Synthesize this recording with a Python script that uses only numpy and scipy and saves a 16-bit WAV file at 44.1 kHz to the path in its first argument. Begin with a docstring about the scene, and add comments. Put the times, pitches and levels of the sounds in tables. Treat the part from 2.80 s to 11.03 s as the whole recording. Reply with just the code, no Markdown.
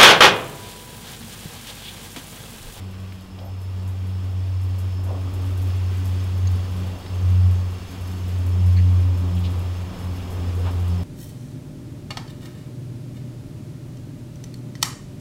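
"""Distant plane over a back yard

A far engine, probably a propeller plane, drones past while someone lays pickles on hot dogs.
Its low note sinks slowly, swelling and fading as paths through the air add and cancel, over a soft roar.
Close by, the hands make soft brushes, wet clicks and squeaks. Insects trill and tick; leaves hiss."""
import sys
import numpy as np
from scipy import signal
from scipy.fft import rfft, irfft, next_fast_len
from scipy.io import wavfile

SR = 44100
rng = np.random.default_rng(int(sys.argv[2]) if len(sys.argv) > 2 else 0)


def inscribe(sig):
    """Save sig as 16-bit PCM at rate SR to the path in sys.argv[1].

    A 1-D sig is mono; a 2-D sig holds one channel per row.
    Samples are clipped to [-1, 1] before scaling.
    """
    pcm = np.round(np.clip(np.atleast_2d(sig).T, -1, 1) * 32767)
    wavfile.write(sys.argv[1], SR, pcm.astype(np.int16))


N = 363119
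TIME = np.arange(N) / SR

# Fader rides for the plane's low note, its octave and its upper harmonics: t/s, level/dB
LOW_NOTE_RIDE = [(0, -32.5), (.55, -34), (1.05, -27.5), (2.45, -26.5), (2.8, -21.5), (6.5, -21),
                 (8.23, -22)]
OCTAVE_RIDE = [(0, -39), (1.15, -39.5), (2.15, -42.5), (2.8, -51.5), (3.4, -42), (4.8, -37.5), (7.3, -37.5),
               (7.9, -44), (8.23, -38.5)]
UPPER_RIDE = [(0, -59), (1.85, -52), (2.5, -43.5), (3.9, -47), (5.0, -54.5), (5.55, -44), (5.9, -49),
              (6.5, -39.5), (7.1, -48.5), (7.65, -45)]


def propeller(start_hz=94.3, sag_hz_per_s=0.69, wander_hz=0.2, fourth_db=-11.5):
    """Four harmonics of the blade rate, sinking as the plane goes by and fluttering in turbulent air."""
    blade_hz = start_hz - sag_hz_per_s * TIME + wander_hz * drift(0.85)
    phase = 2 * np.pi * np.cumsum(blade_hz) / SR

    def harmonic(level_db, order, flutter, flutter_hz):
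        """A steady direct path plus scattered sound."""
        scatter = flutter * (drift(flutter_hz) + 1j * drift(flutter_hz))
        path = (1 + scatter) / np.sqrt(1 + 2 * flutter ** 2)
        tone = np.exp(1j * (order * phase + 2 * np.pi * rng.random()))
        return np.sqrt(2) * amp(level_db) * (path * tone).real

    low_db = curve(LOW_NOTE_RIDE) + interference(order=1)
    octave_db = curve(OCTAVE_RIDE) + interference(order=2)
    upper_db = curve(UPPER_RIDE)
    return (harmonic(low_db, order=1, flutter=0.087, flutter_hz=9.7)
            + harmonic(octave_db, order=2, flutter=0.24, flutter_hz=10)
            + harmonic(upper_db, order=3, flutter=0.9, flutter_hz=10.4)
            + harmonic(upper_db + fourth_db, order=4, flutter=0.7, flutter_hz=21))


# Air paths add up and the drone blooms: t/s, half width/s, low note gain/dB, octave gain/dB
PATH_SWELLS = [(1.802, 0.31, 5.5, -1), (3.71, 0.073, 6, 2.5), (4.01, 0.062, 2, 9.5), (4.6, 0.18, 11, 6),
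               (5.35, 0.082, -3, 6), (6.02, 0.22, 9, 10), (6.56, 0.08, 1.5, 8.5), (8.17, 0.12, 1.5, 10)]
# Air paths cancel and a harmonic drops out: t/s, half width/s, low note gain/dB, octave gain/dB
PATH_FADES = [(.48, 0.14, -17, -2.5), (.76, 0.27, 2.5, -9.5), (1.76, 0.3, -1.5, -12),
              (3.87, .06, -3.5, -20), (4.22, 0.24, -20, -5.5), (5.08, .36, -19, -9.5),
              (5.66, 0.11, 0.5, -16), (6.3, 0.18, -0.5, -20), (6.92, 0.1, -1, -12), (7.14, .15, -25, 0),
              (7.44, 0.2, -7, -0.5)]


def interference(order):
    """Gain in dB on the first or second harmonic as paths through the air slip in and out of phase."""
    gain_db = np.zeros(N)
    for s, width, *db in PATH_SWELLS:
        gain_db += db[order - 1] * bell((TIME - s) / width)
    for s, width, *db in PATH_FADES:
        slip = ((TIME - s) / width) ** 2
        gain_db += 10 * np.log10((slip + amp(db[order - 1]) ** 2) / (slip + 1))  # notch, wide shoulders
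    return gain_db


# Wet clicks and squeaks of the pickles: t/s, level/dB, f/Hz, width/Hz, attack/s, decay/s
PICKLE_SQUEAKS = [(.322, -41, 2200, 900, .001, .003), (.587, -44.5, 3200, 1000, .002, .008),
                  (.648, -54, 12850, 260, .003, .025), (2.902, -41, 3000, 900, .001, .005),
                  (3.672, -39, 6570, 180, .002, .004), (3.672, -41, 4350, 250, .002, .006),
                  (4.261, -42, 1650, 600, .002, .004), (4.261, -42, 3450, 800, .002, .005),
                  (5.002, -45, 3100, 900, .001, .004), (5.962, -42, 4300, 140, .008, .018),
                  (7.31, -61, 14000, 400, .03, .03)]


def pickle_squeaks(size=4096, rasp_gain=0.75):
    """Wet skin slips: a wavering ring and a short rasp in the same band."""
    out, t = np.zeros(N), np.arange(size) / SR
    for s, db, hz, width, attack, decay in PICKLE_SQUEAKS:
        waver = noise(lambda f: bell(f / width), size)
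        ring = np.sin(2 * np.pi * np.cumsum(hz + 0.5 * width * waver) / SR)
        rasp = noise(lambda f: bell(0.5 * (f - hz) / width), size)
        envelope = np.minimum(t / attack, 1) * np.exp(-np.maximum(t - attack, 0) / decay)
        add(out, s, amp(db) * (ring + rasp_gain * rasp) * envelope)
    return out


# Soft brushes of hand, apron and jar: t/s, length/s, level/dB, f/Hz, width/octaves
HAND_BRUSHES = [(0.123, 0.038, -51, 1980, 0.78), (0.554, .18, -45, 630, 0.34),
                (2.236, 0.18, -38.5, 526, 0.67), (4.096, 0.16, -48, 600, .5),
                (5.958, 0.055, -42.5, 2110, .3), (6.56, .03, -46, 3080, .3), (6.628, 0.059, -42, 3370, .45),
                (7.72, 0.19, -42.5, 436, 0.29), (7.829, .09, -37.5, 750, 0.77),
                (7.84, 0.083, -48, 3000, .35)]


def hand_brushes(grain=0.17):
    """Surfaces rub: short, grainy bands of noise that ease in and out."""
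    out = np.zeros(N)
    for s, length, db, hz, octaves in HAND_BRUSHES:
        size = int(length * SR)
        rub = noise(lambda f: bell(np.log2(f / hz) / octaves), size)
        add(out, s, amp(db) * rub * signal.windows.tukey(size, 0.7))
    return out * (1 + grain * drift(120))


# Cues for the clearest ticks in the grass: t/s, level/dB
CLEAR_TICKS = [(.408, -54), (.8155, -53), (1.0755, -51), (1.8312, -52), (1.9854, -46), (2.2383, -49),
               (2.5376, -47.5), (2.6519, -49), (2.7731, -47.5), (2.8185, -45.5), (3.255, -43.5),
               (3.7125, -50), (3.91, -52), (5.1074, -49), (5.2724, -49), (5.3148, -49), (5.4794, -47.5),
               (5.6635, -48.5), (6.5894, -49), (7.5018, -48), (7.7503, -48.5), (8.078, -48)]
# Their thin, bright EQ: f/Hz, gain/dB
TICK_EQ = [(3500, -34), (6500, -0.5), (9000, -2), (11000, 1), (13000, 1), (14200, -5), (15800, -14)]


def insect_ticks(attack_s=0.0008, snap_s=0.005, tail_s=0.039, tail=0.56, grain=0.27, faint_count=56):
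    """Tiny dry rasps with a quick snap and a short outdoor tail; fainter ones fall at random."""
    power, t = np.zeros(N), np.arange(6000) / SR
    release = (1 - tail) * np.exp(-t / snap_s) + tail * np.exp(-t / tail_s)
    envelope = np.minimum(t / attack_s, 1) * release
    jitter, weakness = rng.random((faint_count, 2)).T
    faint_at = ((np.arange(faint_count) + jitter) / faint_count * N).astype(int)
    faint_db = curve(BED_RIDE, column=2)[faint_at] - 1 - 7 * weakness  # 1 to 8 dB under the hiss fader
    for s, db in list(CLEAR_TICKS) + list(zip(TIME[faint_at], faint_db)):
        add(power, s, (amp(db) * envelope) ** 2)
    rasp = coloured(TICK_EQ) * np.sqrt(power) * (1 + grain * drift(300))
    return reflections(rasp, wet=0.27)


# Fader rides for the background bed: t/s, roar level/dB, hiss level/dB
BED_RIDE = [(0, -42, -50), (.5, -42.5, -53.5), (1.9, -41, -50.5), (2.45, -36.5, -49), (3.3, -36.5, -46.5),
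            (6, -36.5, -47.5), (8.23, -34, -47)]
# EQ of the dark engine roar and of the bright leaf hiss: f/Hz, gain/dB
ROAR_EQ = [(30, 2), (48, 5.5), (73, 10.5), (100, 10.5), (125, 1.5), (235, 0), (305, -5), (370, -2),
           (520, -6.5), (950, -10), (1200, -10.5), (1450, -19), (2500, -30), (6000, -45.5)]
HISS_EQ = [(400, -7.5), (1200, 1.5), (1900, 1), (2700, 2), (3300, 2.5), (3900, -2.5), (5400, -4.5),
           (6100, -6.5), (7700, -8), (9000, -12.5), (10300, -12), (12600, -12), (14600, -17), (15800, -11)]


def roar_and_hiss(roar_waver_db=0.89, hiss_waver_db=0.61):
    """The engine's dull roar and a hiss of leaves and air, both wavering a little."""
    roar = coloured(ROAR_EQ) * amp(curve(BED_RIDE, column=1) + roar_waver_db * drift(2.7))
    hiss = coloured(HISS_EQ) * amp(curve(BED_RIDE, column=2) + hiss_waver_db * drift(4.3))
    return roar + reflections(hiss, wet=0.23)


# Far insect voices: f/Hz, width/Hz, start level/dB, midway level/dB, end level/dB
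TRILL_BANDS = [(2750, 24, -72, -64.5, -68), (4520, 70, -70, -63.5, -71), (4635, 50, -74, -65, -72),
               (5165, 70, -67, -65, -65), (5238, 34, -65.5, -62.5, -60.5), (5440, 60, -76, -69, -76),
               (6342, 40, -82, -63.5, -68), (6880, 90, -80, -72, -73)]


def insect_trills(swell_db=1.5):
    """Far trills blur into narrow, shimmering bands that wax and wane."""
    out = np.zeros(N)
    for hz, width, *db in TRILL_BANDS:
        ride_db = np.interp(TIME, np.linspace(0, TIME[-1], len(db)), db)
        out += amp(ride_db + swell_db * drift(3.5)) * noise(lambda f: bell(2 * (f - hz) / width))
    return out


def reflections(x, wet, count=30, spread_s=0.013):
    """Early echoes off the table, board and jars ripple the spectrum."""
    size = int(spread_s * SR)
    taps = np.zeros(size)
    taps[rng.integers(1, size, count)] = rng.standard_normal(count)
    taps *= wet / np.linalg.norm(taps)
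    taps[0] = 1  # direct sound
    return signal.oaconvolve(x, taps / np.linalg.norm(taps))[:len(x)]


def amp(db):
    """Decibels to gain."""
    return 10 ** (np.asarray(db) / 20)


def curve(rows, column=1):
    """One column of a fader ride, at every sample."""
    rows = np.array(rows)
    return np.interp(TIME, rows[:, 0], rows[:, column])


def noise(shape, size=N):
    """Noise of rms 1 whose spectrum follows shape(Hz)."""
    padded = next_fast_len(size)
    hz = np.fft.rfftfreq(padded, 1 / SR) + 1e-3
    spectrum = rfft(rng.standard_normal(padded)) * shape(hz)
    x = irfft(spectrum, padded)[:size]
    return x / np.sqrt(np.mean(x ** 2) + 1e-20)


def coloured(eq):
    """Noise of rms 1 shaped by an EQ curve."""
    hz, db = np.transpose(eq)
    return noise(lambda f: amp(np.interp(np.log(f), np.log(hz), db)))


def bell(x):
    """A smooth hump of height 1 around zero."""
    return np.exp(-x ** 2 / 2)


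def drift(rate_hz):
    """Smooth random modulation of rms 1."""
    return noise(lambda f: bell(f / rate_hz))


def add(mix, s, sound):
    """Mixes a sound in at time s."""
    part = mix[max(round(s * SR), 0):][:len(sound)]
    part += sound[:len(part)]


def scene():
    """The mono mix, heard from one spot at the table."""
    yard = propeller() + roar_and_hiss() + insect_trills() + insect_ticks()
    return (yard + hand_brushes() + pickle_squeaks())[None]


def record(dry, cutoff_hz=15780):
    """A steep high cut on the whole mix."""
    high_cut = signal.firwin(801, cutoff_hz, window=("kaiser", 9), fs=SR)
    return signal.oaconvolve(dry, high_cut[None], "same")


dry = scene()
out = record(dry)
inscribe(out)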